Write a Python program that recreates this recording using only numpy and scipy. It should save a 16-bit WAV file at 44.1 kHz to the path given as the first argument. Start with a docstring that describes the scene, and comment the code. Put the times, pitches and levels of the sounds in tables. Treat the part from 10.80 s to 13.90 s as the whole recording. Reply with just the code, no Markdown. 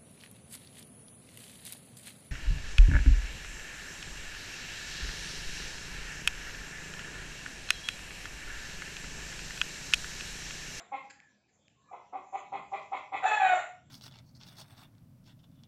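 """The fading echo of an earlier squawk, insect hiss and a low rumble; then a hen, some metres off in a yard.
She clucks once, pauses, clucks in a run from a faint airy start and ends on a loud squawk; walls answer.
Dry litter ticks nearby and a far bird calls faintly. The hen is pulses and breath through throat resonances;
the walls are decaying noise convolved with her voice; the far bird, hiss and rumble are shaped noise."""
import sys
import numpy as np
from scipy import signal
from scipy.fft import rfft, irfft
from scipy.io import wavfile

SR = 44100
rng = np.random.default_rng(int(sys.argv[2]) if len(sys.argv) > 2 else 0)


def voltage_ratio(decibels):
    """Convert decibels (scalar or array-like) to amplitude ratios, 20 dB per decade."""
    exponent = np.asarray(decibels, float) / 20
    return 10 ** exponent


def file_out(sig):
    """Save sig as 16-bit WAV at sys.argv[1]."""
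    # one column per channel
    cols = np.atleast_2d(sig).T
    # limit, then scale
    lim = np.clip(cols, -1, 1)
    pcm = np.round(lim * 32767).astype(np.int16)
    wavfile.write(sys.argv[1], SR, pcm)


N = 136710
T = np.arange(N) / SR

# Echo of the earlier squawk, as resonances: [f/Hz, width/Hz, level/dB]
EARLIER_COLOUR = [(507, 68, 1.5), (705, 110, 9), (1190, 900, -4.5), (2180, 890, -8), (3640, 610, -12.5),
                  (7230, 250, -7)]
EARLIER_START_DB, EARLIER_T60_S = -50, 0.39

# Spectrum of the leaf and insect hiss: [f/Hz, relative level/dB per Hz]
HISS_SPECTRUM = [(150, -42), (250, -6.5), (400, -9), (740, -12), (1400, -18), (2200, -21), (3450, -15.5),
                 (4700, -24.5), (6160, -19), (6800, -18.5), (7330, -11.5), (8000, -22), (9000, -63.5)]
# Swell of the hiss above its base level: [t/s, level/dB]
HISS_SWELL = [(0, 7.5), (.5, 1), (1.2, 0.5), (1.6, 8.5), (3.1, 0)]
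HISS_BASE_DB, HISS_FLICKER_DB = -74.5, 5

# Wandering band of the far rumble: [t/s, level/dB, centre f/Hz]
RUMBLE_PATH = [(0.0, -79, 170.8), (0.16, -70, 207), (0.45, -78, 128.1), (0.67, -97, 172.1),
               (0.8, -72.5, 129), (1.6, -83, 200.7), (1.74, -63, 169), (2.3, -81, 165), (2.35, -65, 148.5),
               (2.5, -74, 182.7), (2.58, -74.5, 116.9), (2.67, -63.5, 125.7), (2.87, -75, 120.7),
               (3.1, -59, 153.3)]
# Low bed under it, slowly rising and easing a little at the end: [t/s, level/dB]
RUMBLE_BED = [(0, -82.5), (1.8, -76.5), (2.3, -73), (3.1, -74.5)]
RUMBLE_WANDER_HZ = 77   # rate of the noise that spreads the wandering band
HUM_HZ, HUM_PEAK_DB, HUM_WAVER_DB = 206.5, -81.5, 5.1

# Clucks: [start t/s, level below the beak split/dB, mid pitch f/Hz, breath/dB, beak opening as treble/dB]
CLUCKS = [(0.112, -30.5, 530, -5.5, 2.5), (1.108, -45, 499.3, 10, -9.5), (1.322, -33, 385.5, -0.5, -8),
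          (1.522, -31.5, 392.7, 0, -3.5), (1.715, -32, 397, 3, -2.5), (1.914, -31, 394.8, 3, -1.5),
          (2.112, -32.5, 397.3, 5.5, 1), (2.315, -34, 390, 7.5, 3)]
# Throat during a cluck: [f/Hz, width/Hz, level/dB]
CLUCK_THROAT = [(284.3, 41, -19), (390, 180, -24), (530, 336, -22), (786.2, 105, 1.5), (1015.4, 155, -10.5),
                (1250, 261, -18.5), (2113, 300, -14.5), (2536, 238, -18), (2963, 200, -31),
                (3340, 400, -28.5), (3925, 670, -36.5), (7300, 1200, -42)]
# Each cluck catches once: [t after start/s, width/s, depth/share]
CLUCK_CATCH = (0.017, 0.0081, 0.32)
CLUCK_ATTACK_S, CLUCK_LENGTH_S, CLUCK_RELEASE_S = 0.016, 0.041, 0.007   # release to 1/e, after the length
CLUCK_PITCH_RISE, CLUCK_JITTER = 0.07, 0.0248   # shares of pitch: climb through a cluck, wobble
CLUCK_HALF_DB, CLUCK_FADE_HZ = -2, 3000   # half-pitch lines; above the fade the voice turns to rasp
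BEAK_SPLIT_HZ, BEAK_OPENS_S = 1700, 0.022   # treble above the split comes in as the beak opens

# What the walls return less of, her strongest band: [f/Hz, width/Hz, depth/share]
ECHO_DIP = (770, 200, .75)
YARD_GAIN_DB, YARD_GAP_S, YARD_BUILD_S = 2.5, 0.012, 0.0055
YARD_SPLIT_HZ, YARD_LOW_T60_S = 1980, 0.41
YARD_TREBLE_T60_S, YARD_TREBLE_DB = 0.38, 3.0
DIRECT_CUT_HZ = 3100   # she faces away: treble comes by the walls

# Ticks in the nearby litter: [t/s, level/dB, length/s]
TICKS = [(0.295, -49, 0.026), (0.4012, -45, 0.0017), (0.679, -73.5, 0.03), (.8808, -47.5, 0.0012)]
# Their resonances: [f/Hz, width/Hz, level/dB]
TICK_COLOUR = [(1716, 430, 3), (2330, 950, -4), (4570, 1200, -9), (7310, 990, -5.5)]

# Far bird, blurred by distance: [t/s, rise/s, fall T60/s, level/dB, f/Hz, width/Hz]
FAR_CALLS = [(.32, .1, 0.51, -65, 1790, 90), (.33, 0.087, 0.47, -63.5, 1800, 36),
             (0.298, 0.017, 0.62, -71.5, 1390, 66), (0.98, 0.071, 0.5, -81.5, 694, 45),
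             (0.937, 0.14, .5, -68.5, 1100, 36), (1.086, .01, .1, -58.5, 1200, 32),
             (0.995, 0.045, 0.4, -69, 1060, 50), (1.01, .06, 0.35, -75.5, 1740, 15),
             (1.045, 0.11, 0.34, -70, 2400, 40)]
FAR_SAG_PER_S = 0.3   # share of the starting pitch lost

# First side of the squawking voice: [t/s, pitch f/Hz, level/dB, half-pitch lines/dB, breath/dB]
SQUAWK_FIRST = [(2.422, 760, -46, -10, 1), (2.44, 765, -34, -8, 3), (2.455, 768, -26, -10, -1),
                (2.459, 872, -28, -15, -9), (2.49, 866, -25, -11, -11), (2.52, 852, -24, -11, -11),
                (2.57, 840, -29, -18, -13), (2.605, 826, -28, -16, -11), (2.65, 822, -30, -16, -10),
                (2.69, 828, -35, -16, -6), (2.72, 815, -60, -16, -6)]
# Second side, joining lower: [t/s, pitch f/Hz, level/dB, half-pitch lines/dB, breath/dB]
SQUAWK_LOW = [(2.59, 790, -38, -4.5, -8), (2.625, 759, -23.5, -9, -12.5), (2.67, 743.2, -30, -8.5, -20),
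              (2.725, 734.2, -22, -9, -11.5), (2.75, 720.4, -32, -16.5, 1.5), (2.8, 703.6, -37.5, -7.5, -2),
              (2.825, 698, -66.5, -4.5, -7.5)]
# Throat during the squawk: [f/Hz, width/Hz, level/dB]
SQUAWK_THROAT = [(436, 260, -21.5), (745, 189, 2), (1311, 370, -7), (1892, 378, -8), (2536, 540, -14.5),
                 (3560, 720, -22.5), (3910, 885, -26), (5840, 180, -30.5), (6470, 720, -35),
                 (7216, 395, -18), (7760, 600, -27.5), (8300, 500, -26)]
FIRST_JITTER, LOW_JITTER = 0.004, 0.007   # pitch wobble, share
SQUAWK_SHIMMER_DB, SQUAWK_FADE_HZ, SQUAWK_EDGE_S = 3.5, 4600, 0.0054

MIC_HIGH_CUT_HZ, MIC_LOW_CUT_HZ = 8743, 49


def rms_one(x):
    """Scale to rms 1."""
    return x / np.sqrt(np.mean(x ** 2) + 1e-20)


def drift(rate):
    """Random wander of rms 1: noise through a two-pole low-pass at rate Hz."""
    r = np.exp(-2 * np.pi * rate / SR)
    settle = 9000   # samples dropped while the filter settles
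    noise = rng.standard_normal(N + settle)
    return rms_one(signal.lfilter([1], [1, -2 * r, r * r], noise)[settle:])


def resonance(x, hz, width):
    """Two-pole band-pass with a gain of about 1 at its peak."""
    r = np.exp(-np.pi * width / SR)
    poles = [1, -2 * r * np.cos(2 * np.pi * hz / SR), r * r]
    return signal.lfilter([(1 - r * r) / 2, 0, (r * r - 1) / 2], poles, x)


def throat(x, shape):
    """Parallel resonances of alternating sign, each applied twice so that the valleys stay dark."""
    out = 0
    for k, (hz, width, db) in enumerate(shape):
        twice = resonance(resonance(x, hz, width), hz, width)
        out = out + (-1) ** k * voltage_ratio(db) * twice
    return out


def earlier_echo():
    """The yard still rings with the call before: coloured noise in exponential decay."""
    ring = rms_one(throat(rng.standard_normal(N), EARLIER_COLOUR))
    return voltage_ratio(EARLIER_START_DB - 60 * T / EARLIER_T60_S) * ring


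def background():
    """Leaf and insect hiss: noise in quarter-octave bands, each flickering on its own."""
    hz, db = np.transpose(HISS_SPECTRUM)
    f = np.maximum(np.fft.rfftfreq(N, 1 / SR), 1)
    spectrum = rfft(rng.standard_normal(N)) * voltage_ratio(np.interp(np.log(f), np.log(hz), db))
    band = np.clip(np.round(4 * np.log2(f / 250)), 0, 20)
    hiss = 0
    for k in range(21):
        hiss = hiss + irfft(spectrum * (band == k), N) * voltage_ratio(HISS_FLICKER_DB * drift(5))
    swell_db = np.interp(T, *np.transpose(HISS_SWELL))
    return voltage_ratio(HISS_BASE_DB + swell_db) * rms_one(hiss)


def rumble():
    """A low band of noise whose centre wanders, over a deeper bed and a faint wavering hum."""
    s, db, hz = np.transpose(RUMBLE_PATH)
    phase = 2 * np.pi * np.cumsum(np.interp(T, s, hz)) / SR
    moving = drift(RUMBLE_WANDER_HZ) * np.cos(phase) + drift(RUMBLE_WANDER_HZ) * np.sin(phase)
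    high_pass = signal.butter(2, 70, "high", fs=SR, output="sos")
    moving = signal.sosfilt(high_pass, rms_one(moving))
    bed_band = signal.butter(2, (65, 150), "band", fs=SR, output="sos")
    bed = rms_one(signal.sosfilt(bed_band, rng.standard_normal(N)))
    bed_db = np.interp(T, *np.transpose(RUMBLE_BED))
    hum = voltage_ratio(HUM_PEAK_DB + HUM_WAVER_DB * drift(4)) * np.sin(2 * np.pi * HUM_HZ * T)
    return voltage_ratio(np.interp(T, s, db)) * moving + voltage_ratio(bed_db) * bed + hum


def syrinx(pitch_hz, half_db, breath_db, jitter, fade_hz):
    """Strong-weak pulse pairs at a wobbling pitch, with air gated by each cycle."""
    half_phase = np.pi * np.cumsum(pitch_hz * (1 + jitter * drift(60.4))) / SR
    lines = 0
    for k in range(1, 40):   # odd k are the half-pitch lines
        level = voltage_ratio(half_db) if k % 2 else 1
        fade = 1 + (k * pitch_hz / 2 / fade_hz) ** 4
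        lines = lines + level * np.cos(k * half_phase) / fade
    air = rng.standard_normal(N) * (1 + np.cos(2 * half_phase))
    return lines / np.sqrt(8000 / pitch_hz) + voltage_ratio(breath_db) * air


def clucks():
    """Short bursts of pulses and breath; a wider beak lets more treble out."""
    start, db, hz, breath_db, open_db = np.transpose(CLUCKS)
    k = np.clip(np.searchsorted(start, T) - 1, 0, None)   # latest cluck at each moment
    t = T - start[k]
    attack = np.sin(np.pi / 2 * np.clip(t / CLUCK_ATTACK_S, 0, 1)) ** 2
    catch_s, catch_width_s, catch_depth = CLUCK_CATCH
    catch = 1 - catch_depth * np.exp(-((t - catch_s) / catch_width_s) ** 2)
    release = np.exp(-np.clip(t - CLUCK_LENGTH_S, 0, 1) / CLUCK_RELEASE_S)
    climb = 1 + CLUCK_PITCH_RISE * (np.clip(t / CLUCK_LENGTH_S, 0, 1) - 0.5)
    source = syrinx(hz[k] * climb, CLUCK_HALF_DB, breath_db[k], CLUCK_JITTER, CLUCK_FADE_HZ)
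    low = throat(source, [p for p in CLUCK_THROAT if p[0] < BEAK_SPLIT_HZ])
    high = throat(source, [p for p in CLUCK_THROAT if p[0] > BEAK_SPLIT_HZ])
    beak = voltage_ratio(open_db[k]) * np.clip(t / BEAK_OPENS_S, 0, 1) ** 2
    voice = (low + beak * high) / low.std()
    return attack * catch * release * voltage_ratio(db[k]) * voice


def yard(x):
    """Dense echoes off walls and fences: a gap, a build-up, then a decay, quicker in the treble."""
    t = T[:SR] - YARD_GAP_S
    noise = rng.standard_normal(SR)
    low = signal.lfilter(*signal.butter(1, YARD_SPLIT_HZ, fs=SR), noise)
    low_tail = low * voltage_ratio(-60 * t / YARD_LOW_T60_S)
    treble_tail = (noise - low) * voltage_ratio(YARD_TREBLE_DB - 60 * t / YARD_TREBLE_T60_S)
    echoes = np.clip(t / YARD_BUILD_S, 0, 1) * (low_tail + treble_tail)
    echoes = echoes / np.sqrt(np.sum(echoes ** 2))
    return voltage_ratio(YARD_GAIN_DB) * signal.fftconvolve(x, echoes)[:N]


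def ticks():
    """Litter close by: two very short snaps and two longer scuffs, as bursts of resonant noise."""
    shape = 0
    for s, db, length in TICKS:
        shape = shape + voltage_ratio(db) * np.sin(np.pi * np.clip((T - s) / length, 0, 1))
    noise = rng.standard_normal(N)
    return throat(shape * noise + 1e-18, TICK_COLOUR) / throat(noise, TICK_COLOUR).std()


def far_bird():
    """Narrow hoarse notes, tones blurred by noise, that swell, sag in pitch and fade."""
    out = 0
    for s, rise, t60, db, hz, width in FAR_CALLS:
        t = np.clip(T - s, 0, 1)
        phase = 2 * np.pi * hz * (t - FAR_SAG_PER_S * t ** 2 / 2)
        note = drift(width) * np.cos(phase) + drift(width) * np.sin(phase)
        fall_db = -60 * np.clip(T - s - rise, 0, 9) / t60
        out = out + np.clip(t / rise, 0, 1) * voltage_ratio(db + fall_db) * note
    return out


def squawk(rows, jitter):
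    """One side of a long strained call, pulses and breath through the throat, whose pitch sags."""
    s, *columns = np.transpose(rows)
    hz, db, half_db, breath_db = [np.interp(T, s, c) for c in columns]
    on = (T > s[0]) & (T < s[-1])
    voice = throat(syrinx(hz, half_db, breath_db, jitter, SQUAWK_FADE_HZ), SQUAWK_THROAT)
    edges = np.clip(np.minimum(T - s[0], s[-1] - T) / SQUAWK_EDGE_S, 0, 1)
    level = voltage_ratio(db + SQUAWK_SHIMMER_DB * drift(43))
    return edges * level * voice / voice[on].std()


def scene():
    """The hen with her echo, the litter with a little of it, the far bird and the background."""
    hen = clucks() + squawk(SQUAWK_FIRST, FIRST_JITTER) + squawk(SQUAWK_LOW, LOW_JITTER)
    litter = ticks()
    direct = signal.lfilter(*signal.butter(1, DIRECT_CUT_HZ, fs=SR), hen)
    dip_hz, dip_width_hz, dip_depth = ECHO_DIP
    thrown = hen - dip_depth * resonance(hen, dip_hz, dip_width_hz)
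    echo = yard(thrown + voltage_ratio(-7.5) * litter)
    mix = direct + litter + echo + earlier_echo() + far_bird() + background() + rumble()
    return mix[None]   # one channel


def roll_off(x):
    """The treble ends steeply here."""
    return signal.sosfilt(signal.butter(12, 8380, fs=SR, output="sos"), x)


def record(dry):
    """A narrow-band mono microphone chain: steep high cut, gentle low cut."""
    high_cut = signal.cheby2(12, 60, MIC_HIGH_CUT_HZ, fs=SR, output="sos")
    low_cut = signal.butter(2, MIC_LOW_CUT_HZ, "high", fs=SR, output="sos")
    mix = signal.sosfilt(low_cut, signal.sosfilt(high_cut, dry))
    return roll_off(mix)


dry = scene()
out = record(dry)
file_out(out)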